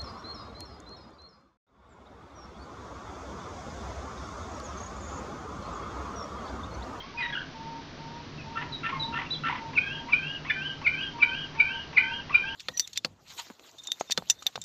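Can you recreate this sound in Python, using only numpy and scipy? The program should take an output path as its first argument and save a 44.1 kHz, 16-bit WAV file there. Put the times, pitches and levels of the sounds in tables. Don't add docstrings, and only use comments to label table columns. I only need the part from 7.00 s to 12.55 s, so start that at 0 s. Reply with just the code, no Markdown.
import sys
import numpy as np
from scipy import signal
from scipy.fft import rfft, irfft, next_fast_len
from scipy.io import wavfile
from scipy.ndimage import map_coordinates

SR = 44100
rng = np.random.default_rng(int(sys.argv[2]) if len(sys.argv) > 2 else 0)


def dump_mix(stems):
    frames = np.atleast_2d(stems).T
    limited = np.clip(frames, -1, 1)
    pcm = np.round(limited * 32767).astype(np.int16)
    wavfile.write(sys.argv[1], SR, pcm)


def level_to_linear(level):
    exponent = np.asarray(level, float) / 20
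    return 10 ** exponent


N = 244755

# accent in seconds, accent level in dB,
# pitch the accent dips to in Hz, climb start after the accent in seconds, crest in Hz.
SYLLABLES = [
    (2.783, -19.5, 2224, .09, 2960),
    (3.139, -17.5, 2322, 0.077, 2880),
    (3.509, -25, 1883, 0.088, 3080),
    (3.873, -17, 2070, .08, 2880),
    (4.233, -14.5, 2307, .075, 2980),
    (4.608, -15.5, 2286, .075, 3040),
    (4.98, -13.5, 1950, .09, 2900),
    (5.353, -16.5, 2373, 0.094, 2980),
]
# whistle level in dB, held low note level in dB, octave of the low note in dB,
# length after the accent in seconds, pitch ratio of the first half.
TAILS = [(-40.5, -43.5, -3.5, 0.19, 1.035), (-39, -43.5, -1.5, .225, 1.015), (-38.5, -44, -1, .21, 1.003),
         (-37.5, -43, -0.5, 0.19, .985), (-39.5, -41, -1.5, .22, .995), (-39, -42.5, -2.5, .222, .995),
         (-40, -39.5, -3.5, .226, 1.003), (-39, -41, -2.5, .22, 1.003)]


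def unit(x):
    return x / np.sqrt(np.mean(np.abs(x) ** 2) + 1e-20)


def along(points, hz):
    f, v = np.transpose(points)
    return np.interp(np.log(hz + 1), np.log(f + 1), v)


def wobble(rate, size):
    knots = rng.standard_normal(int(size * rate / SR) + 4)
    return map_coordinates(knots, [np.arange(size) * rate / SR])


def filtered(x, response):
    m = next_fast_len(N + 8192)
    return irfft(rfft(x, m) * response(np.fft.rfftfreq(m, 1 / SR)), m)[:N]


def canary():
    upper, lower = rattles()
    high, _ = sing(whistles(upper), waver=0.04, flutter_db=0.8, rough_rate=190)
    low, _ = sing(held_notes(), waver=0.039, flutter_db=2.5, rough_rate=250)
    trill, _ = sing(pips(), waver=0.054, flutter_db=2.3, rough_rate=360)
    hoarse, hoarse_air = sing(hoarse_notes(lower) + catches(), waver=0.036, flutter_db=3.5, rough_rate=400)
    coupled = level_to_linear(9.5) * high * (low + hoarse)
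    muffled = filtered((coupled + trill + hoarse).real, lambda hz: 1 / (1 + (hz / 4150) ** 20))
    breath = scrape(level_to_linear(6.0) * hoarse_air + level_to_linear(-9.5) * np.abs(high) ** 2, grain_db=4.5)
    return (high + low).real + muffled + breath


def sing(notes, waver, flutter_db, rough_rate):
    # Hz, level in dB.
    throat = [(2500, -3), (3300, -14), (4200, -21.5), (5000, -20.5), (6500, -46)]
    edge_s = 0.003
    out, air = np.zeros(N + SR, complex), np.zeros(N + SR)
    for rows in notes:
        rows = np.array(rows)
        start = max(round(rows[0, 0] * SR), 0)
        t = np.arange(start, round(rows[-1, 0] * SR) + 1) / SR
        size = len(t)
        span = slice(start, start + size)
        hz, db, octave_db, rough = (np.interp(t, rows[:, 0], column) for column in rows.T[1:])
        rough = np.clip(rough, 0, 1)
        phase = 2 * np.pi * np.cumsum(hz * (1 + waver * rough * wobble(55, size))) / SR
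        edge = np.clip(np.minimum(t - t[0], t[-1] - t) / edge_s, 0, 1)
        air[span] += level_to_linear(db) * edge * rough
        third_db = octave_db + along(throat, 3 * hz)
        for harmonic, gain_db in enumerate([0, octave_db, third_db], 1):
            beating = (wobble(rough_rate, size) + 1j * wobble(rough_rate, size)) / np.sqrt(2)
            cycle = np.sqrt(1 - rough) + np.sqrt(rough) * beating
            level = level_to_linear(db + gain_db + flutter_db * wobble(70.3, size)) * edge
            out[span] += np.sqrt(2) * level * cycle * np.exp(1j * harmonic * phase)
    return out[:N], air[:N]


def struck(start, length, from_hz, to_hz, db):
    attack_s, start_db, sag_db = 0.008, -7.5, -4
    knee = min(attack_s / length, 0.5)
    return [(start, from_hz, db + start_db),
            (start + knee * length, from_hz + knee * (to_hz - from_hz), db),
            (start + length, to_hz, db + sag_db)]


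def whistles(upper):
    # start in seconds, length in seconds, from Hz, to Hz, level in dB.
    single = [(0.0, 0.016, 3200, 3194, -38.5), (.172, 0.052, 2497, 2456, -34),
              (0.181, .035, 4930, 4780, -48), (3.497, .017, 1760, 1737, -23),
              (0.262, .042, 2450, 2490, -53), (1.377, 0.043, 2726, 2440, -45), (1.72, .04, 4043, 3780, -37),
              (1.729, 0.025, 3746, 3825, -38.5), (1.995, 0.047, 3968, 3906, -31.5),
              (2.022, 0.026, 3850, 3703, -32), (2.26, 0.015, 2870, 2630, -40),
              (2.301, 0.012, 3300, 3950, -37.5), (2.305, .045, 3920, 3993, -29.5),
              (2.33, .03, 3740, 3160, -37)]
    # Hz, level in dB.
    purity = [(3400, -3.5), (3900, -25), (4700, -34)]
    syllables_from_s, weak_db, weak_rough = 2.7, -33, 0.4

    def voiced(s, hz, db):
        octave_db = along(purity, 2 * hz) - 7 * (s < syllables_from_s)
        weak = db < weak_db and 2200 < hz < 3150 and s > syllables_from_s
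        return s, hz, db, octave_db, 0.02 + weak_rough * weak

    glides = sweeps() + upper + [struck(*note) for note in single]
    return [[voiced(*row) for row in note] for note in glides]


def sweeps():
    # seconds from accent, pitch in Hz, share of the dip,
    # share of the way from whistle to accent level, added dB.
    accent = [
        (-.035, 2736, 0.011, 0, -9),
        (-.021, 2635, 0.046, .1, 1),
        (-.01, 2428, .12, 0.74, -1.5),
        (-.005, 2307, .45, 0.92, 2.5),
        (-.001, 2400, 1, 0.93, 3),
        (.004, 2430, .1, 0.9, 4),
        (.011, 2431, 0.018, .78, -1),
        (.017, 2423, 0.016, .38, -7.5),
        (.027, 2385, 0.0044, .1, 1),
    ]
    plateau_hz, last_hz, drop_hz = 2383, 2915, 2680
    climb_s, drop_s, crest_db, drop_db = 0.062, 0.016, -1, -9
    dip_loss_db_per_khz = 7
    notes = []
    for (s, top_db, dip_hz, climb, crest_hz), (db, _, _, length, ratio) in zip(SYLLABLES, TAILS):
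        note = []
        for u, hz, dip, way, add_db in accent:
            loss_db = dip_loss_db_per_khz * dip * (hz - dip_hz) / 1e3
            pitch = hz * ratio + dip * (dip_hz - hz * ratio)
            note.append((s + u, pitch, db + way * (top_db - db) + add_db - loss_db))
        note += [(s + climb, plateau_hz * ratio, db),
                 (s + climb + climb_s, crest_hz, db + crest_db),
                 (s + length, last_hz, db + crest_db),
                 (s + length + drop_s, drop_hz, db + drop_db)]
        notes.append(note)
    return notes


def held_notes():
    # seconds from accent, pitch in Hz, added dB, added octave dB.
    hold = [
        (-.011, 1453, 6.5, 0),
        (.0, 1446, 3, -4),
        (.03, 1529, -2.5, 1),
        (.09, 1550, 2.5, -4),
        (.16, 1603, -1, 4.5),
        (.222, 1594, -3, 0),
        (.245, 1603, -14.5, -2),
    ]
    return [[(s + u, hz * (ratio if 0 < u < 0.12 else 1), db + add_db, octave_db + more_db, 0.24)
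             for u, hz, add_db, more_db in hold]
            for (s, *_), (_, db, octave_db, _, ratio) in zip(SYLLABLES, TAILS)]


def pips():
    # time in seconds, peak in dB, pitch in Hz, octave in dB.
    puffs = [(0.3529, -20.5, 1456, -3), (0.3636, -34, 1400, 5), (0.373, -23.5, 1580, -32),
             (0.3817, -26, 1550, -3), (0.392, -40, 1590, 2), (0.4042, -26.5, 1550, -20),
             (0.4161, -29.5, 1610, -9), (0.427, -36.5, 1474, -5), (0.439, -39, 1540, -17.5)]
    rough = 0.12
    return [[(s - 0.0015, 1.024 * hz, db - 6.5, octave_db, rough),
             (s + 0.0035, hz, db - 6.5, octave_db, rough),
             (s + 0.0074, 1.03 * hz, db - 14.5, octave_db, rough)] for s, db, hz, octave_db in puffs]


def rattles():
    # start in seconds, voice break in seconds, end in seconds, level in dB, rasp against it in dB.
    calls = [
        (1.554, 1.613, 1.65, -37, 0),
        (1.83, 1.891, 1.93, -36, -1),
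        (2.133, 2.189, 2.26, -36.5, 1),
        (2.435, 2.498, 2.6, -34.5, 2),
    ]
    voiced_sag_db = [-8, -2.5, 0.5, 1]
    # start in seconds, length in seconds, from Hz, to Hz, level in dB.
    croak = (.178, .06, 2450, 2350, -46)
    voice_hz, upper_hz, rasp_hz = 1344, 1797, 966
    upper_lead_s, upper_db = 0.042, -0.5
    voice_rough, rasp_rough, rasp_fade_db_per_s = 0.18, 0.62, -140
    stutter_s = 0.027
    burst = [(-0.1, 0.98, -2.5), (0.15, 1.0, -2), (0.5, 1.03, -4.5), (0.92, 1.06, -10.5)]  # (spacing share, pitch ratio, dB)
    upper, voiced, rasps = [], [], []
    for (start, broken, end, db, rasp_db), sag_db in zip(calls, voiced_sag_db):
        top_db = db + upper_db
        upper.append([(broken - upper_lead_s, upper_hz, top_db - 1.5),
                      (broken - 0.02, upper_hz, top_db),
                      (broken + 0.0023, 1.02 * upper_hz, top_db - 5.0)])
        voiced.append([(start, 1.02 * voice_hz, db - 4, voice_rough),
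                       (start + 0.01, voice_hz, db, voice_rough),
                       (broken - 0.005, 1.01 * voice_hz, db + sag_db, 2.5 * voice_rough)])
        for s in broken + stutter_s * np.arange(4):
            if s < end - 0.012:
                level_db = db + rasp_db + rasp_fade_db_per_s * (s - broken)
                rasps.append([(s + u * stutter_s, ratio * rasp_hz, level_db + add_db, rasp_rough)
                              for u, ratio, add_db in burst])
    rasps.append([(*row, rasp_rough) for row in struck(*croak)])
    return upper, voiced + rasps


def hoarse_notes(lower):
    # start in seconds, length in seconds, from Hz, to Hz, level in dB.
    single = [
        (.003, 0.11, 1040, 1164, -53),
        (0.202, .026, 2150, 1940, -35),
        (0.219, .026, 1947, 1920, -33),
        (0.242, .03, 1924, 1890, -31),
        (0.279, 0.027, 1910, 1900, -37.5),
        (0.298, 0.018, 1730, 1620, -43),
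        (.322, 0.031, 1692, 1610, -33),
        (2.122, 0.044, 1383, 1353, -40),
        (1.608, 0.049, 1366, 1430, -48),
        (1.92, 0.064, 1097, 1056, -37.5),
    ]
    # Hz, level in dB.
    octave = [(1900, -1), (2200, -7.5), (2700, -7), (3300, -5), (3850, -10.5), (4300, -20)]
    lower = lower + [[(*row, 0.14) for row in struck(*note)] for note in single]
    return [[(s, hz, db, along(octave, 2 * hz), rough) for s, hz, db, rough in note] for note in lower]


def catches():
    # time in seconds, peak in dB, pitch in Hz.
    catch = [
        (2.731, -33.5, 1100),
        (3.084, -30, 1166),
        (3.447, -29, 1110),
        (3.814, -30.5, 1110),
        (4.181, -31.5, 1157),
        (4.548, -32.5, 1133),
        (4.927, -31.5, 1077),
        (5.293, -28, 1162),
    ]
    return [[(s, 0.77 * hz, db - 13.5, -4, 0.6),
             (s + 0.015, hz, db - 13.5, -5, 0.25),
             (s + 0.042, 1.03 * hz, db - 20.5, -4, 0.3)] for s, db, hz in catch]


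def scrape(air, grain_db):
    # Hz, level in dB per Hz.
    spectrum = [(500, -31.5), (900, -5.5), (1500, 1), (2200, 3), (3100, -0.5), (4000, -13.5), (5500, -44)]
    noise = filtered(rng.standard_normal(N), lambda hz: level_to_linear(along(spectrum, hz)))
    return air * unit(noise * level_to_linear(grain_db * np.tanh(wobble(170, N))))


def neighbour():
    # start in seconds, length in seconds, from Hz, to Hz, level in dB.
    far_notes = [(0.144, 0.2, 942, 941, -42), (0.543, 0.28, 894, 926, -44.5), (0.985, .25, 898, 950, -45.5),
                 (1.441, 0.23, 894, 951, -45), (1.649, .1, 925, 915, -52), (1.957, 0.27, 886, 958, -41.5),
                 (2.56, 0.15, 908, 908, -40.5), (2.941, 0.2, 904, 955.2, -44.5),
                 (4.134, .22, 940, 938, -43), (4.539, 0.26, 901, 925, -42.5), (4.99, 0.22, 893, 952, -47),
                 (5.439, 0.18, 882, 940, -46.5)]
    shape = [(0, -5), (0.2, -3), (0.62, 0), (0.9, -2.5), (1, -8)]  # (share of length, dB)
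    pipes = [[(s + u * length, from_hz + u * (to_hz - from_hz), db + add_db, -40, 0.03) for u, add_db in shape]
             for s, length, from_hz, to_hz, db in far_notes]
    return sing(pipes, waver=0.09, flutter_db=2.9, rough_rate=60)[0].real


def room(x):
    # Hz, t60 in seconds.
    walls = [(800, 0.42), (2000, 0.29), (4000, 0.28), (7000, 0.12)]
    out, hop = np.zeros(N + 2 * SR), SR // 3
    fade = np.hanning(2 * hop + 1)[:-1]
    padded = np.pad(x, (hop, 2 * hop))
    for start in range(0, N + hop, hop):
        hz, t, z = signal.stft(rng.standard_normal(SR // 2), SR, nperseg=256)
        decay = level_to_linear(-60 * t / along(walls, hz)[:, None])
        tail = signal.istft(z * decay, SR, nperseg=256)[1]
        answer = signal.fftconvolve(padded[start:start + 2 * hop] * fade, tail / np.linalg.norm(tail))
        out[start:start + len(answer)] += answer
    return np.pad(out[hop:], (130, 0))[:N]


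def resonant(modes):
    def ring(f):
        return sum(level_to_linear(db) * 1j * f * w / (c * c - f * f + 1j * f * w) for c, w, db in modes)
    return unit(filtered(rng.standard_normal(N), ring))


def background():
    # time in seconds, strength in dB.
    traffic = [
        (0.0, -53.5),
        (0.08, -49),
        (2.04, -43),
        (4.56, -47.5),
        (4.76, -52.5),
        (4.93, -48),
        (5.55, -50),
    ]
    # Hz, width in Hz, level in dB.
    drone_modes = [(150.7, 9.4, 7.5), (221.5, 44, -4.5), (261.5, 23, -6.5)]
    # Hz, width in Hz, level in dB.
    deep_modes = [(45, 30, -5.5), (83, 22, 4)]
    # Hz, level in dB per Hz.
    hiss_spectrum = [(20, 1), (300, -0.5), (500, -4.5), (1000, -5.5), (2500, -10.5), (4500, -11.5),
                     (6000, -17), (7200, -40.5)]
    deep_lag_s = 1
    s, db = np.transpose(traffic)
    mean_db = db.mean()
    t = np.arange(N) / SR
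    swell_db = np.interp(t, s, db - mean_db)
    late_swell_db = np.interp(t - deep_lag_s, s, db - mean_db)
    drone_db = mean_db - 2 + 1.28 * swell_db + 0.57 * wobble(2.0, N)
    deep_db = mean_db - 7 + 0.8 * late_swell_db + 1.2 * wobble(1.4, N)
    drone = level_to_linear(drone_db) * resonant(drone_modes)
    deep = level_to_linear(deep_db) * resonant(deep_modes)
    hiss = level_to_linear(-46.5) * unit(filtered(rng.standard_normal(N), lambda hz: level_to_linear(along(hiss_spectrum, hz))))
    return drone + deep + hiss


def scene():
    near, far = canary(), neighbour()
    reflected = room(level_to_linear(-7.5) * near + level_to_linear(-12.5) * far)
    return (near + far + reflected + background())[None]


def roll_off(x):
    return signal.sosfilt(signal.butter(12, 7350, fs=SR, output="sos"), x)


def record(dry):
    top_hz = 7400
    mix = filtered(dry[0], lambda hz: hz < top_hz)[None]
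    return roll_off(mix)


dry = scene()
out = record(dry)
dump_mix(out)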